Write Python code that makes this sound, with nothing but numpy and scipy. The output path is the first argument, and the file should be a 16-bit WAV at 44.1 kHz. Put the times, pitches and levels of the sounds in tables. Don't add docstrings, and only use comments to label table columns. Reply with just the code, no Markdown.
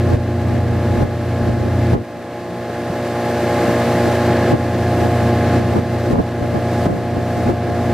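import sys
import numpy as np
from scipy import signal
from scipy.fft import rfft, irfft, next_fast_len
from scipy.io import wavfile

SR = 44100
rng = np.random.default_rng(int(sys.argv[2]) if len(sys.argv) > 2 else 0)


def digitize_waveform(pressure):
    field = np.atleast_2d(pressure).T
    bounded = np.clip(field, -1, 1)
    quanta = np.round(bounded * 32767).astype(np.int16)
    wavfile.write(sys.argv[1], SR, quanta)


N = 349713
CRANK_PER_S = 59.04


def from_db(db):
    return 10 ** (np.asarray(db) / 20)


def rms_one(x):
    return x / np.sqrt(np.mean(x ** 2) + 1e-20)


def in_time(curve):
    return np.interp(np.arange(N) / SR, *np.transpose(curve))


def at_hz(points, hz):
    point_hz, values = np.transpose(points)
    return np.interp(np.log(hz + 1), np.log(point_hz), values)


def drift(rate_hz):
    pole = np.exp(-200 * np.pi * rate_hz / SR)
    steps = rng.standard_normal(N // 100 + 2002)
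    slow = signal.lfilter([1], [1, -2 * pole, pole * pole], steps)[2000:]
    return np.interp(np.arange(N) / 100, np.arange(len(slow)), rms_one(slow))


def stereo_noise(spectrum, likeness):
    size = next_fast_len(N)
    hz = np.arange(size // 2 + 1) * SR / size
    mid, side = rfft(rng.standard_normal((2, size))) * from_db(at_hz(spectrum, hz))
    alike = np.clip(at_hz(likeness, hz), -1, 1)
    left_right = np.sqrt(1 + alike) * mid + np.sqrt(1 - alike) * side * [[1], [-1]]
    return rms_one(irfft(left_right, size)[:, :N])


def tone(cycles, waver_db, waver_hz):
    return np.sqrt(2) * np.sin(2 * np.pi * (cycles + rng.random())) * from_db(waver_db * drift(waver_hz))


def throb(turns, bass_db, blades_per_turn=1.5175):
    firing = from_db(21.5 + bass_db) * tone(2 * turns, waver_db=0.96, waver_hz=7.6)
    blades = from_db(20.5 + 1.3 * bass_db) * tone(blades_per_turn * turns, waver_db=1.0, waver_hz=23)
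    overtone = from_db(-2.5) * tone(2 * blades_per_turn * turns, waver_db=6.5, waver_hz=5.7)
    return firing + blades + overtone


# multiple of the crank speed, relative level in dB.
ENGINE_PARTIALS = [(2.5, -18.5), (4, 1), (4.5, -16.5), (5.5, -15.5), (6, 0), (6.5, -11), (7, -15),
                   (8, -3.5), (8.5, -19), (9, -4.5), (10, -1.5), (10.5, -18), (11, -4.5), (11.5, -18),
                   (12, -4), (12.5, -21), (13, -31), (13.5, -14.5), (14, -10.5), (15, -22.5), (17.5, -28),
                   (18, -13), (20, -18.5), (22, -25.5), (25, -30), (26, -29), (27, -37), (27.5, -20),
                   (28, -20.5), (28.5, -15.5), (29, -20.5), (29.5, -29.5), (30, -24.5), (31, -22),
                   (35, -19.5), (36, -29), (37, -39)]
# time in seconds, boost in dB.
EXHAUST_BARK = [(0, -0.5), (2.1, -0.5), (4.4, -1.5), (5.0, 3), (5.8, 0.5), (6.5, 2.5), (7.1, 5),
                (7.93, 4.5)]


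def drone(turns, roar_db, roar_below_hz=300, bark_hz=710, bark_width_hz=70):
    bark_db = in_time(EXHAUST_BARK)
    out = np.zeros(N)
    for multiple, db in ENGINE_PARTIALS:
        hz = multiple * CRANK_PER_S
        low_end_db = roar_db / (1 + (hz / roar_below_hz) ** 6)
        exhaust_db = bark_db * np.exp(-((hz - bark_hz) / bark_width_hz) ** 2)
        gain = from_db(db + low_end_db + exhaust_db + 0.5 * drift(2.1))
        out += gain * tone(turns * multiple, waver_db=1.04, waver_hz=6.0)
    return out


def pulley_whine(turns, cycles_per_turn=14.165):
    return tone(cycles_per_turn * turns, waver_db=2.0, waver_hz=11)


def valve_buzz(turns, tilt_db=-13, first=76, count=110, size=8192):
    harmonics = np.zeros(size // 2 + 1, complex)
    level_db = np.linspace(0, tilt_db, count) + 4.5 * rng.standard_normal(count)
    harmonics[first:first + count] = from_db(level_db) * np.exp(2j * np.pi * rng.random(count))
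    clatter = irfft(harmonics)
    return rms_one(np.interp(turns / 2 % 1 * size, np.arange(size), clatter))


def spray(drops_per_s=590, size_db=2.0, pitches=12):
    out = np.zeros((2, N))
    for hz in np.geomspace(2500, 14000, pitches):
        drops = (rng.random((2, N)) < drops_per_s / pitches / SR) * 1.
        sizes = np.minimum(rng.exponential(1, np.count_nonzero(drops)), 3.5)
        drops[drops > 0] = from_db(size_db * sizes)
        out += signal.lfilter(*signal.iirpeak(hz, Q=2.5, fs=SR), drops + 1e-18) / hz
    return rms_one(out)


# frequency in Hz, relative level in dB.
WAKE_COLOUR = [(100, -24), (300, 4.5), (450, -2.5), (680, -2), (950, -5.5), (1400, -7), (1720, -6),
               (2400, -13), (3300, -18), (4200, -18), (5500, -22.5), (9500, -29), (13500, -29),
               (15500, -37)]
# frequency in Hz, likeness of the channels.
WAKE_IMAGE = [(1500, 1), (2200, 1), (4000, 0.74), (6000, 0.58), (9000, 0.9), (14000, 0.57)]
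# time in seconds, relative level in dB.
TREBLE_LEVEL = [(0, -12), (2.3, -12), (4.15, -10.5), (4.35, -14), (5.0, -10), (5.5, -13.5), (6.1, -10.5),
                (6.28, -12.5), (6.6, -11.5), (6.9, -9.5), (7.12, -13.5), (7.35, -10), (7.6, -13.5),
                (7.93, -11.5)]


def wake(lag_s=3e-5, lag_from_hz=3500, treble_from_hz=6000):
    churn = stereo_noise(WAKE_COLOUR, WAKE_IMAGE) * from_db(0.49 * drift(33))
    water = rfft(churn + from_db(-29.0) * spray())
    hz = np.arange(N // 2 + 1) * SR / N
    delay_s = lag_s * hz ** 2 / (hz ** 2 + lag_from_hz ** 2)
    water[0] *= np.exp(-2j * np.pi * hz * delay_s)
    treble = hz ** 4 / (hz ** 4 + treble_from_hz ** 4)
    rush, hiss = irfft(water * (1 - treble), N), irfft(water * treble, N)
    return rush + from_db(in_time(TREBLE_LEVEL) + 12.5) * hiss


# frequency in Hz, relative level in dB.
HULL_COLOUR = [(40, -23), (75, -5), (110, -1), (170, 3), (240, 1.5), (340, 3), (430, -8), (600, -10.5),
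               (2000, -61)]


def hull_roar(roar_db):
    return from_db(roar_db + 13.0) * stereo_noise(HULL_COLOUR, [(200, 1.0)])


# time in seconds, depth in dB.
LEVEL_DIPS = [(-0.1, 8.5), (0.15, 11.5), (0.58, 9.5), (1.029, 11), (1.49, 9.5), (1.943, 16), (4.17, 1),
              (4.53, 7), (5.06, 4), (5.3, 3.5), (5.59, 6), (5.79, 8.5), (6.13, 11), (6.865, 11), (7.5, 9)]


def ducking(attack_s=0.03, recover_db_per_s=9.5):
    t, level_db = np.arange(N) / SR, np.zeros(N)
    for s, depth_db in LEVEL_DIPS:
        fallen = np.clip((t - s) / attack_s + .5, 0, 1)
        level_db = np.minimum(level_db, fallen * (recover_db_per_s * (t - s) - depth_db))
    return level_db


# frequency in Hz, relative level in dB.
RUMBLE_COLOUR = [(10, -40), (24, -4), (45, 2), (68, 9.5), (110, 6), (200, -19), (600, -68)]
FLUTTER_COLOUR = [(30, -27), (70, -8), (120, 3), (200, 5.5), (320, 4.5), (450, -0.5), (650, -6.5),
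                  (1000, -23.5), (1500, -35), (2200, -36), (4000, -51), (8000, -74)]
TEAR_COLOUR = [(300, -25), (600, 1), (950, 4), (1450, -5.5), (2200, -23), (5000, -40)]
# frequency in Hz, likeness of the channels.
WIND_IMAGE = [(45, 1), (100, 1), (200, 0.5), (330, 0.15), (600, -0.0075), (1000, -0.91)]
# time of the peak in seconds, relative level in dB, swell time in seconds.
WIND_GUSTS = [(0.133, -19.5, 0.038), (0.548, -28.5, 0.083), (0.74, -27.5, 0.059), (1.02, -20, 0.052),
              (1.49, -24, 0.032), (1.64, -25.5, 0.08), (1.952, -17, 0.035), (3.689, -23, 0.017),
              (4.072, -22, 0.033), (4.538, -13.5, 0.022), (5.043, -22, 0.048), (5.231, -25, 0.014),
              (5.593, -24, 0.055), (5.773, -14.5, 0.024), (6.144, -17, 0.047), (6.196, -13, 0.019),
              (6.434, -21, 0.031), (6.563, -18.5, 0.032), (6.906, -19.5, 0.064), (7.18, -25, 0.041),
              (7.375, -22, 0.012), (7.498, -17.5, 0.039)]


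def wind(bass_db, tear_from_db=-20):
    t, eddies = np.arange(N) / SR, drift(3.9)
    gust_power = np.zeros(N)
    for s, db, swell_s in WIND_GUSTS:
        gust_power += from_db(db) ** 2 / (1 + ((t - s) / (0.96 * swell_s)) ** 2) ** 3
    power = gust_power + from_db(-35 + bass_db + 5.0 * eddies) ** 2
    eddy_swell = from_db(-30.5 + 2.2 * bass_db + 4.0 * eddies)
    gust_swell = from_db(-9 + 0.35 * bass_db) * np.sqrt(gust_power)
    rumble = (eddy_swell + gust_swell) * stereo_noise(RUMBLE_COLOUR, [(50, 0.94)])
    flutter = stereo_noise(FLUTTER_COLOUR, WIND_IMAGE)
    hardness = power / (power + from_db(tear_from_db) ** 2)
    tearing = from_db(-9.0) * hardness * stereo_noise(TEAR_COLOUR, WIND_IMAGE)
    return rumble + from_db(2.5) * np.sqrt(power) * (flutter + tearing)


# time of the peak in seconds, level of the kick in dB, pitch in Hz.
WIND_THUMPS = [(0.147, -9.5, 70), (1.0325, -6, 90.5), (1.9345, -3.5, 150), (2.702, -10, 345),
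               (2.904, -11, 150), (3.679, -8, 250), (4.5412, -5, 150), (5.7932, -9, 170), (6.1106, -8, 220),
               (6.1342, -7, 110), (6.158, -11, 600), (6.1907, -7.5, 448), (6.8572, -7, 380),
               (6.8675, 0, 210), (7.171, -10, 494), (7.4936, -7.5, 400)]


def buffets(shudder_db=-17, crack_db=-24, half_width_s=0.0056):
    kicks, burst = np.zeros((2, N))
    for s, db, hz in WIND_THUMPS:
        age = np.arange(N) / SR - s
        spread = np.minimum((np.pi * hz * age) ** 2, 20)
        kicks += from_db(db) * (1 - 2 * spread) * np.exp(-spread)
        burst += from_db(db) / (1 + (age / half_width_s) ** 4)
    shudder = from_db(shudder_db) * stereo_noise(FLUTTER_COLOUR, [(200, 1.0)])
    crack = from_db(crack_db) * stereo_noise(TEAR_COLOUR, [(1000, 0.18)])
    return kicks + burst * (shudder + crack)


# time in seconds, relative level in dB.
BASS_FADER = [(0, 0.5), (.8, 0.5), (1.2, -2), (1.7, 0.5), (2.02, 0), (2.04, -17), (2.5, -13.5), (3.9, -13),
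              (4.35, -8.5), (4.65, -5), (6.15, -4), (6.6, -6), (7.93, -4.5)]


def scene():
    bass_db = in_time(BASS_FADER)
    roar_db = 3 + 0.47 * bass_db
    turns = np.cumsum(CRANK_PER_S * (1 + 0.000631 * drift(1.64))) / SR
    whine = from_db(4.5) * pulley_whine(turns)
    engine = throb(turns, bass_db) + from_db(11.0) * drone(turns, roar_db)
    engine += whine + from_db(-10) * valve_buzz(turns)
    water = from_db(10.5) * wake() + hull_roar(roar_db)
    return from_db(-33 + ducking()) * (engine + water) + wind(bass_db) + buffets()


def record(dry, cutoff_hz=15300):
    rounded = 1.49 * np.tanh(dry / 1.702)
    return signal.sosfilt(signal.ellip(10, .2, 90, cutoff_hz, fs=SR, output="sos"), rounded)


dry = scene()
out = record(dry)
digitize_waveform(out)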